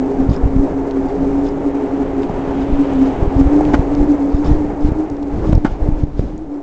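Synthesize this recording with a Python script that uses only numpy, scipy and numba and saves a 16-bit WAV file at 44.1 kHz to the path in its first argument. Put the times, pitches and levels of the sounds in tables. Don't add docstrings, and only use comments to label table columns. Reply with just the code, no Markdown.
import sys
import numpy as np
from scipy import signal
from scipy.fft import rfft, irfft
from scipy.io import wavfile
from scipy.ndimage import uniform_filter1d
from numba import njit

SR = 44100
rng = np.random.default_rng(int(sys.argv[2]) if len(sys.argv) > 2 else 0)


def log_audio(samples):
    frames = np.atleast_2d(samples).T
    limited = np.clip(frames, -1, 1)
    pcm = np.round(limited * 32767).astype(np.int16)
    wavfile.write(sys.argv[1], SR, pcm)


def makeup_ratio(level_db):
    decades = np.asarray(level_db, float) / 20
    return 10 ** decades


N = 291942
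T = np.arange(N) / SR


def unit(x):
    return x / np.sqrt(np.mean(x ** 2))


def coloured(points, lo_hz=0, hi_hz=SR):
    hz, db = np.transpose(points)
    f = np.arange(1, N // 2 + 2) * SR / N
    gain = unit(makeup_ratio(np.interp(np.log(f), np.log(hz), db)))
    in_slice = (f >= lo_hz) * (f < hi_hz)
    return irfft(rfft(rng.standard_normal(N)) * gain * in_slice, N)


def band(x, hz, width):
    edges_hz = hz * np.array([1 / (1 + width), 1 + width])
    return signal.sosfilt(signal.butter(1, edges_hz, "band", fs=SR, output="sos"), x)


def walk(rate):
    hold = int(SR / rate)
    held = np.repeat(rng.standard_normal(N // hold + 1), hold)[:N]
    return unit(uniform_filter1d(uniform_filter1d(held, hold), hold))


def swells(centres_s, heights, lengths_s):
    return sum(h * np.exp(-((T - s) / w) ** 2) for s, h, w in np.broadcast(centres_s, heights, lengths_s))


def scatter(share, rate):
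    return 1 + share * (walk(rate) + 1j * walk(rate))


def bursts(table, colour, attack_ms):
    length = 6000
    out, u = np.zeros(N + length), np.arange(length) / SR
    for start_s, peak_db, control, t60_s in table:
        fade = makeup_ratio(-60 * u / t60_s) * np.minimum(u * 1000 / attack_ms, 1)
        burst = colour(rng.standard_normal(length) * fade, control)
        a = int(start_s * SR)
        out[a:a + length] += makeup_ratio(peak_db) * burst / np.abs(burst).max()
    return out[:N]


def ride():
    # time_s, knob_pair_rate_hz, tyre_load_db
    ride_points = [(0, 269.1, -0.5), (.9, 274.1, 0), (1.6, 279.2, 0), (2.4, 274, 1), (3.05, 269.1, 1.5),
                   (3.25, 272, 2), (3.6, 277, 2), (4.28, 277, -1), (4.6, 290.6, 0), (5.15, 284, -3.5),
                   (5.45, 284, -9), (5.66, 287, -9.5), (5.88, 290, -3.5), (6.1, 292, -12), (6.62, 286, -10)]
    # centre_s, rate_surge_hz, extra_load_db
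    strokes = [
        (2.779, 11, -1),
        (3.63, 21, 2.5),
        (4.069, 20, 2.5),
        (4.51, 16, 1),
        (5.0, 26, 0.5),
        (5.469, 36, 8.5),
        (5.9, 14, 1.5),
        (6.38, 22, -0.5),
    ]
    stroke_length_s = 0.12
    time_s, rate_hz, load_db = np.transpose(ride_points)
    stroke_s, surge_hz, push_db = np.transpose(strokes)
    knob_hz = np.interp(T, time_s, rate_hz) + swells(stroke_s, surge_hz, stroke_length_s)
    return knob_hz, np.interp(T, time_s, load_db) + swells(stroke_s, push_db, stroke_length_s)


def tread(knob_hz, load_db):
    # centre_s, change_db, length_ms
    patches = [(.1, 2.5, 130), (.35, -12.5, 25), (.6, 4, 99), (.71, -8.5, 30), (1.12, -8.5, 41),
               (1.269, 2, 66), (5.449, -1.5, 77), (1.6, -6, 68), (2.04, 3.5, 24), (2.11, -7, 47),
               (2.23, 3.5, 25), (2.33, -10, 46), (2.52, -2, 70), (2.69, -8.5, 44), (2.84, -5, 13),
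               (2.91, -8.5, 5), (3.03, 10, 30), (3.2, -15, 90), (3.39, 8.5, 35), (3.62, 2.5, 110),
               (3.84, -6, 39), (4.14, 4.5, 220), (4.47, 9.5, 34), (4.75, -11, 35), (4.94, -15, 21),
               (5.08, -14.5, 23), (5.22, 5.5, 30), (5.78, -13, 60), (6.28, -8, 25), (6.56, 6, 70)]
    s, change_db, length_ms = np.transpose(patches)
    hum_db = -17 + 0.9 * load_db + swells(s, change_db, length_ms / 1000)
    flutter_db = 1.5 * walk(34) + 1.5 * walk(70)
    phase = 2 * np.pi * np.cumsum(knob_hz * (1 + .012 * walk(45))) / SR
    hum = makeup_ratio(hum_db + flutter_db) * np.real(scatter(.36, 38) * np.exp(1j * phase))
    beat_db = 3 * np.cos(2 * np.pi * 5.8 * (T - .46))
    lean_db = -3 * np.abs(T - .6)
    centre_db = -23 + 0.72 * load_db + lean_db + beat_db + 1.1 * walk(40)
    centre_phase = 2 * np.pi * np.cumsum(406 * (1 + 0.0164 * walk(35))) / SR
    return hum + makeup_ratio(centre_db) * np.real(scatter(.3, 30) * np.exp(1j * centre_phase))


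def road(load_db):
    # pitch_hz, level_db (per Hz)
    road_colour = [(40, -9.5), (150, 0.5), (230, -1.5), (330, 10.5), (470, 5.5), (620, 1.5), (750, 2),
                   (900, -1), (1000, -6.5), (1500, -15), (2200, -20.5), (3300, -34.5), (5000, -42.5),
                   (8000, -44)]
    slices_hz = [0, 400, 650, 950, 1800, 3500, SR]
    grit_db = -0.5 + 0.045 * load_db
    shared_db = .9 * walk(50)
    roar = np.zeros(N)
    for lo, hi in zip(slices_hz, slices_hz[1:]):
        patch_db = shared_db + .8 * walk(35) + grit_db * (lo > 900)
        roar += makeup_ratio(patch_db) * coloured(road_colour, lo, hi)
    return makeup_ratio(-24 + load_db) * roar


def eddies(gust_db):
    per_second = 32
    gap, depth, fall, rise = rng.random((4, 400))
    s = np.cumsum((.4 + 1.2 * gap) / per_second)
    db = -25.5 + 2 * np.interp(s, T, gust_db) - 8.4 * depth
    fall_ms, rise_ms = 4.5 * (.4 + 1.9 * fall), 3.5 * (0.43 + 1.7 * rise)
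    return np.transpose([s, db, fall_ms, rise_ms])[s < T[-1]]


def wind(load_db):
    # centre_s, length_s, strength_db (over the calm)
    gusts = [(0.307, 0.089, 4.5), (.52, 0.11, 3), (1.329, 0.08, 2.5), (2.732, 0.054, 6), (2.922, .04, 3.5),
             (3.417, 0.099, 7.5), (3.738, 0.14, 9), (3.989, .07, 7), (4.498, .09, 11.5),
             (4.869, 0.037, 11.5), (5.499, .13, 8.5), (5.716, 0.049, 8), (5.845, 0.064, 5.5),
             (5.998, 0.042, 8), (6.236, 0.12, 6.5), (5.36, .06, 4.5), (6.582, 0.11, -6), (1.85, 0.27, -3),
             (4.68, .06, 3)]
    # time_s, depth_db, fall_ms, rise_ms
    buffets = [(0.2932, 0.5, 2.3, 0.69), (0.311, 0, 1.1, 1.4), (0.4389, -2, 5, 2.4), (0.458, -2, 3.4, 1.6),
               (0.565, -1.5, 1.9, 1.2), (.5948, -3.5, 12, 1.5), (2.7307, -6, 8.2, 8.6),
               (3.2275, -3.5, 4, 1.2), (3.2772, -5.5, 5.3, 2.1), (3.3671, -2.5, 3.2, 1.2),
               (3.4131, 2.5, 1.8, 0.75), (3.46, -6.5, 13, 3.3), (3.4753, -4.5, 4, 1.7),
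               (5.8251, -7.5, 5.3, 4.7), (3.7943, -1, 2.4, 1.7), (4.0098, -4.5, 5, 3),
               (4.3473, -3, 6.4, 1.3), (4.5139, 2.5, 2.4, .9), (4.531, 1.5, 5.5, 0.92),
               (4.847, -1, 17, 0.3), (4.8884, -6, 5.7, .9), (4.9207, -6.5, 3.2, 0.97),
               (5.495, -1, 1.4, 0.58), (5.5303, 12.5, 0.76, 0.83), (5.5543, 8.5, 2.9, 1.4),
               (5.5789, 1.5, 2.8, 0.47), (5.8896, -0.5, 1.9, 0.84), (5.9252, -4.5, 2.7, 10),
               (6.0376, -1, 2.4, 0.84), (6.1958, -5.5, 2.2, 2.6)]
    s, length_s, strength_db = np.transpose(gusts)
    gust_db = swells(s, strength_db, length_s)
    pressure = np.zeros(N)
    around = np.arange(-2000, 2000)
    u_ms = around / SR * 1000
    for time_s, depth_db, fall_ms, rise_ms in [*buffets, *eddies(gust_db)]:
        at = np.clip(int(time_s * SR) + around, 0, N - 1)
        side_ms = np.where(u_ms < 0, fall_ms, max(rise_ms, .88))
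        pressure[at] -= makeup_ratio(depth_db + 1.0) * np.exp(-(u_ms / side_ms) ** 2)
    squeezed = 1.3 * np.tanh(pressure / 0.96)
    leaky = signal.sosfilt(signal.butter(2, 10.5, "high", fs=SR, output="sos"), squeezed)
    rumble = coloured([(5, -8.5), (15, -1), (60, -5), (120, -9.5), (250, -10.0), (600, -27),
                       (2500, -58), (20000, -100)])
    rumble_db = -28 + 1.1 * gust_db + 0.37 * load_db + 2.7 * walk(20)
    heave = unit(band(rng.standard_normal(N), 23.8, 0.38))
    return leaky + makeup_ratio(-39.5 + 1.5 * gust_db) * heave + makeup_ratio(rumble_db) * rumble


def car():
    # pitch_hz, level_db (per Hz)
    car_colour = [(500, -10.5), (1000, 12), (2000, 1.5), (3000, 0.5), (5000, -16.5), (8000, -28)]
    closest_s, gap_s = 2.9, 0.39
    distance = np.hypot(1, (T - closest_s) / gap_s)
    fading = np.where(T > closest_s, 1.8, 1.1)
    return makeup_ratio(-38.5 + .8 * walk(20)) * coloured(car_colour) / distance ** fading


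def thuds():
    # centre_s, peak_db, pitch_hz, length_ms
    soft_thuds = [(.119, -15.5, 708, 1.5), (1.183, -16, 179.8, 9.9), (2.116, -19.5, 750, 2),
                  (2.297, -15, 790, 2), (2.302, -12.5, 183.4, 5), (2.935, -13, 398, 1),
                  (3.6095, -4.5, 674, 1.3), (3.7385, -16, 815, 1), (3.742, -1.5, 295.5, 5.9),
                  (5.226, -22, 704, 1), (5.268, -25.5, 695, 1.5), (5.578, -22.5, 700, 1.7),
                  (5.6505, 0.5, 243, 2.6), (5.834, -22, 620, 2), (5.862, -23, 600, 2.7), (6.1948, -4, 339, 1.1)]
    u = np.arange(-800, 800) / SR
    out = np.zeros(N)
    for centre_s, peak_db, pitch_hz, length_ms in soft_thuds:
        at = np.round((centre_s + u) * SR).astype(int)
        bell = np.exp(-(u * 1000 / length_ms) ** 2)
        np.add.at(out, at, -makeup_ratio(peak_db) * bell * np.cos(2 * np.pi * pitch_hz * u))
    return out


def rubs():
    # start_s, length_s, level_db
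    brushes = [(0.29, 0.082, -46.5), (0.681, 0.022, -60.5), (1.083, 0.034, -52), (1.439, 0.057, -50.5),
               (2.219, 0.026, -49), (2.605, 0.045, -52.5), (3.051, 0.036, -53), (3.374, 0.045, -52.5),
               (4.295, 0.11, -53.5), (4.441, 0.046, -45), (4.804, 0.051, -55.5), (5.45, .03, -60),
               (5.459, 0.05, -55), (6.169, 0.047, -53.5)]
    # pitch_hz, width_hz, level_db, moment (share of the pass)
    rim_parts = [
        (1102, 160, 7, 0.4),
        (4700, 500, -3, 0.1),
        (3600, 300, -1.5, 0.45),
        (6990, 900, -7, .55),
        (5150, 300, -2.5, 0.82),
        (2533, 600, -2, 0.6),
    ]
    out = np.zeros(N)
    for pitch_hz, width_hz, part_db, moment in rim_parts:
        grains = rng.standard_normal(N) * makeup_ratio(3.6 * walk(250))
        scrape = unit(band(grains, pitch_hz, width_hz / pitch_hz / 2))
        for start_s, length_s, level_db in brushes:
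            a, n = int(start_s * SR), int(length_s * SR)
            spot = .4 + np.exp(-((np.linspace(0, 1, n) - moment) / .15) ** 2)
            touch = signal.windows.tukey(n, .2) * spot
            out[a:a + n] += makeup_ratio(level_db + part_db) * touch * scrape[a:a + n]
    return out


def snap(noise, khz):
    return band(band(noise, 1000 * khz, .4), 1000 * khz, .4)


def cable_ticks():
    # start_s, peak_db, centre_khz, t60_s (time to die away by 60 dB)
    ticks = [(.9098, -27.5, 3.6, 0.016), (2.2325, -25.5, 1.5, .012), (3.651, -25.5, 2.7, .012),
             (3.9506, -25.5, 3.8, 0.0066), (4.9866, -37.5, 8.7, 0.0081), (5.0996, -27.5, 6, .007),
             (5.167, -37, 4.6, 0.0092), (5.228, -37, 3.9, 0.022), (5.525, -29, 2.5, .01),
             (5.5514, -28.5, 4.9, 0.011), (6.2852, -45, 6, .008), (6.3783, -33, 7, .01),
             (6.5415, -46.5, 3.7, .01)]
    return bursts(ticks, snap, 0.068)


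def frame_ring(shake, contact_ms):
    # pitch_hz, width_hz, level_db
    frame_tones = [
        (276, 41, 2.5),
        (608, 750, -1),
        (940, 380, 3.5),
        (1404, 170, 3.5),
        (1870, 760, -3),
        (2484, 210, -5.5),
        (2950, 240, -4),
        (4810, 1500, -6.5),
        (7020, 1500, -6),
    ]
    pole = np.exp(-1000 / (contact_ms * SR))
    blow = signal.lfilter([1], np.poly([pole, pole]), shake)
    out = np.zeros(len(shake))
    for k, (pitch_hz, width_hz, level_db) in enumerate(frame_tones):
        out += (-1) ** k * makeup_ratio(level_db) * band(blow, pitch_hz, width_hz / pitch_hz / 2)
    return out


def frame_knocks():
    # start_s, peak_db, contact_ms, t60_s (time for the shake to die away)
    knocks = [
        (3.7345, -10, 0.12, 0.049),
        (3.7405, -4.5, 0.15, 0.046),
        (3.7485, -18.5, 0.073, 0.034),
        (5.6465, -13.5, 0.12, 0.11),
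        (5.651, -8.5, 0.18, 0.092),
        (5.66, -26.5, 0.088, 0.21),
    ]
    return bursts(knocks, frame_ring, 0.5)


def scene():
    knob_hz, load_db = ride()
    rolling = tread(knob_hz, load_db) + road(load_db)
    air = wind(load_db) + car()
    hits = thuds() + cable_ticks() + frame_knocks()
    return (rolling + air + rubs() + hits)[None]


@njit
def four_bit_steps(x, grow):
    y, held, step = np.empty(len(x)), x[0], .05
    for i in range(len(x)):
        jump = x[i] - held
        size = min(int(4 * abs(jump) / step), 7)
        held = min(max(held + np.sign(jump) * (size + .5) * step / 4, -1.), 1.)
        step = min(max(step * grow ** max(2 * size - 6, -1), 2e-4), 1.)
        y[i] = held
    return y


def roll_off(x):
    return signal.sosfilt(signal.butter(12, 8810, fs=SR, output="sos"), x)


def record(dry):
    camera_hz = 16000
    slow = signal.resample_poly(dry[0] - .01, camera_hz, SR, padtype="edge")
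    stepped = four_bit_steps(np.clip(slow, -1, 1), 1.1)
    back = signal.resample_poly(stepped, SR, camera_hz, padtype="edge", window=("kaiser", 8.))[:N]
    return roll_off(np.clip(back, -1, 1)[None])


dry = scene()
out = record(dry)
log_audio(out)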